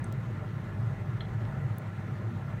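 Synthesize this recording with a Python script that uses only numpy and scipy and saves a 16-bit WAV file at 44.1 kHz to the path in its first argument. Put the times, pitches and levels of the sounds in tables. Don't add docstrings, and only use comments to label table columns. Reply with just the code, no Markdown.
import sys
import numpy as np
from scipy import signal
from scipy.fft import rfft, irfft
from scipy.io import wavfile
from scipy.ndimage import uniform_filter1d

SR = 44100
rng = np.random.default_rng(int(sys.argv[2]) if len(sys.argv) > 2 else 0)


def digitize_waveform(pressure):
    field = np.atleast_2d(pressure).T
    bounded = np.clip(field, -1, 1)
    quanta = np.round(bounded * 32767).astype(np.int16)
    wavfile.write(sys.argv[1], SR, quanta)


N = 114660

# frequency_hz, relative_db
ROAR_COLOUR = [(20, -53), (45, -18), (90, -17.5), (105, -10), (150, -11.5), (270, -24), (700, -32.5),
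               (1450, -33.5), (1520, -36.5), (2050, -34), (2300, -40.5), (3000, -46.5), (4200, -51.5),
               (4900, -57.5), (6200, -56.5), (9500, -63), (10500, -66), (12500, -64), (15500, -69)]
# centre_hz, width_hz, gain_db
ROOM_RESONANCES = [(50, 9.1, 4.5), (112.26, 10.2, 14), (134, 12.8, 11.5), (143.7, 9.8, 6),
                   (174.4, 4.6, 6.5), (182, 4.1, 3.5), (228.3, 16, 5), (286, 14, -7), (353.2, 33, 4),
                   (409, 15, 5.5), (449, 32, 3), (526, 57, 3), (605, 33.5, 9), (646, 24, 7.5),
                   (765, 21, 8.5), (808, 45, 6), (920, 42, 5.5), (1045, 30, 7), (1220, 38, 5),
                   (1298, 20, 5), (1355, 53, 8), (1375, 50, 2.5), (1462, 37, 7.5), (1709, 180, 5),
                   (1960, 28, 5.5)]
# time_s, level_db
RUMBLE_RIDE = [(0, -42), (.3, -40.5), (.7, -39.5), (1.0, -38), (1.3, -42.5), (1.55, -35), (1.75, -42.5),
               (1.9, -42.5), (2.15, -37.5), (2.6, -45)]
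SUB_RIDE = [(0, -51), (.7, -50), (.9, -50), (1.6, -45.5), (1.7, -56.5), (2.2, -53), (2.6, -50)]
# start_s, peak_db, low_hz, high_hz
OIL_SNAPS = [(0.0425, -50, 5500, 16000), (0.1254, -38.5, 2500, 9500), (0.1266, -38, 14000, 18000),
             (.2015, -56, 10000, 16000), (1.453, -39.5, 700, 3000), (1.7822, -54, 14000, 17500),
             (1.7843, -30, 10000, 18100)]
# start_s, level_db
DROPLET_PINGS = [(0.0423, -39)]
# start_s, level_db, chatter_s, tilt_db_per_octave
PAN_TICKS = [(1.2067, -30.5, .052, 0.5), (2.081, -39.5, 0.01, -22)]
# pitch_hz, relative_db, t60_s
RIM_MODES = [(6200, -1.5, 0.011), (8150, 2.5, 0.010), (8900, -3, 0.022), (9400, -9, 0.012),
             (10100, -7, 0.013)]
PAN_MODES = [(1327, 2.5, 0.062), (1735, 5, 0.04), (2050, 1.5, 0.046), (2820, -3, 0.015), (3164, 0.5, 0.034),
             (3340, 14, 0.013), (3670, -7, 0.028), (4126, -3.5, 0.1)]
# harmonic_number, rms_db
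HUM_PARTIALS = [(1, -42), (2, -51), (3, -62), (4, -72.5)]
BLADE_PARTIALS = [(1, -50), (2, -61), (3, -72)]


def burner_roar(base_db=-35, top_hz=15750, sub_top_hz=83, rumble_top_hz=163, puff_db=1.5, puff_s=0.017):
    t = np.arange(N) / SR
    hz = np.fft.rfftfreq(N, 1 / SR)
    colour_hz, colour_db = np.transpose(ROAR_COLOUR)
    colour = amp(np.interp(np.log(hz + 1), np.log(colour_hz), colour_db)) * (hz < top_hz)
    room_power = 1 + sum((amp(2 * db) - 1) / (1 + (2 * (hz - centre) / width) ** 2) ** 2
                         for centre, width, db in ROOM_RESONANCES)
    spectrum = rfft(rng.standard_normal(N)) * colour * np.sqrt(room_power)
    spectrum *= amp(base_db) / np.std(irfft(spectrum, N))
    above_sub = 1 / (1 + (sub_top_hz / (hz + 1)) ** 16)
    above_rumble = 1 / (1 + (rumble_top_hz / (hz + 1)) ** 16)
    puff_shape = signal.windows.hann(round(2 * puff_s * SR))
    puffs = unit_rms(signal.fftconvolve(rng.standard_normal(N), puff_shape, "same"))
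    sub = irfft(spectrum * (1 - above_sub), N) * amp(ride_db(SUB_RIDE, t))
    rumble = irfft(spectrum * (above_sub - above_rumble), N)
    rumble *= amp(ride_db(RUMBLE_RIDE, t) + puff_db * puffs)
    rush = irfft(spectrum * above_rumble, N)
    return sub + rumble + flame_flicker(rush)


def flame_flicker(rush, flicker_db=0.59, broad_db=1.0, narrow_db=2, narrow_top_hz=3020):
    hz, _, spectra = signal.stft(rush, SR, nperseg=512, noverlap=384)

    def patches(frames, bins):
        slow_noise = uniform_filter1d(rng.standard_normal(spectra.T.shape), frames, axis=0)
        return unit_rms(uniform_filter1d(slow_noise, bins, axis=1)).T

    broad = patches(frames=20, bins=8)
    flicker = unit_rms(uniform_filter1d(rng.standard_normal(spectra.shape[1]), 6))
    narrow = patches(frames=16, bins=2) / (1 + (hz[:, None] / narrow_top_hz) ** 2)
    gain = amp(broad_db * broad + flicker_db * flicker + narrow_db * narrow)
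    return signal.istft(spectra * gain, nperseg=512, noverlap=384)[1][:N]


def oil_snap(peak_db, low_hz, high_hz):
    t = np.arange(4000) / SR
    reflections = decay(t, start_db=-22, t60_s=0.012)
    fizz = decay(t, start_db=-38, t60_s=0.06)
    burst = (reflections + fizz) * rng.standard_normal(len(t))
    burst[0] = 1
    snap = signal.lfilter(*signal.butter(2, [low_hz, high_hz], "band", fs=SR), burst)
    return amp(peak_db) * snap / abs(snap[:20]).max()


def droplet_ping(level_db):
    t = np.arange(8000) / SR
    sizzle = decay(t, start_db=-42, t60_s=0.2) * rng.standard_normal(len(t))
    sizzle[0] = 1
    return amp(level_db) * signal.fftconvolve(sizzle, metal_ring(RIM_MODES, attack_s=0.00068))


def pan_tick(level_db, chatter_s, tilt_db_per_octave, chatter_db=-30, blows_per_s=3000):
    t = np.arange(6000) / SR
    blows = amp(chatter_db) * rng.standard_normal(len(t))
    blows *= (rng.random(len(t)) < blows_per_s / SR) & (t < chatter_s)
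    blows[0] = 1
    lowest_hz = PAN_MODES[0][0]
    modes = [(hz, db + tilt_db_per_octave * np.log2(hz / lowest_hz), t60) for hz, db, t60 in PAN_MODES]
    return amp(level_db) * signal.fftconvolve(blows, metal_ring(modes, attack_s=0.0015))


def metal_ring(modes, attack_s):
    t = np.arange(6000) / SR
    ring = sum(decay(t, db, t60) * np.sin(2 * np.pi * hz * t) for hz, db, t60 in modes)
    ring *= np.sin(np.pi / 2 * np.minimum(t / attack_s, 1)) ** 2
    return ring / abs(ring).max()


def extractor_fan(hum_hz=100.02, blade_hz=168.7, waver_depth=0.0032):
    def tone(partials, cycles):
        return sum(np.sqrt(2) * amp(db) * np.sin(2 * np.pi * (harmonic * cycles + rng.random()))
                   for harmonic, db in partials)

    t = np.arange(N) / SR
    waver = sum(np.sin(2 * np.pi * (hz * t + rng.random())) / np.sqrt(hz)
                for hz in np.geomspace(0.3, 5, 12))
    blade_cycles = np.cumsum(blade_hz * (1 + waver_depth * unit_rms(waver))) / SR
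    return tone(HUM_PARTIALS, hum_hz * t) + tone(BLADE_PARTIALS, blade_cycles)


def amp(db):
    return 10 ** (np.asarray(db) / 20)


def decay(t, start_db, t60_s):
    return amp(start_db - 60 * t / t60_s)


def unit_rms(x):
    return x / np.sqrt(np.mean(x ** 2) + 1e-20)


def ride_db(points, t):
    db = np.interp(t, *np.transpose(points))
    return db - db.mean()


def place(mix, start_s, sound):
    part = mix[round(start_s * SR):][:len(sound)]
    part += sound[:len(part)]


def scene():
    mix = burner_roar() + extractor_fan()
    for start_s, *snap in OIL_SNAPS:
        place(mix, start_s, oil_snap(*snap))
    for start_s, level_db in DROPLET_PINGS:
        place(mix, start_s, droplet_ping(level_db))
    for start_s, *tick in PAN_TICKS:
        place(mix, start_s, pan_tick(*tick))
    return mix[None]


def record(dry):
    low_pass = signal.firwin(511, cutoff=16530, window=("kaiser", 9), fs=SR)
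    return signal.oaconvolve(dry, low_pass[None], "same")


dry = scene()
out = record(dry)
digitize_waveform(out)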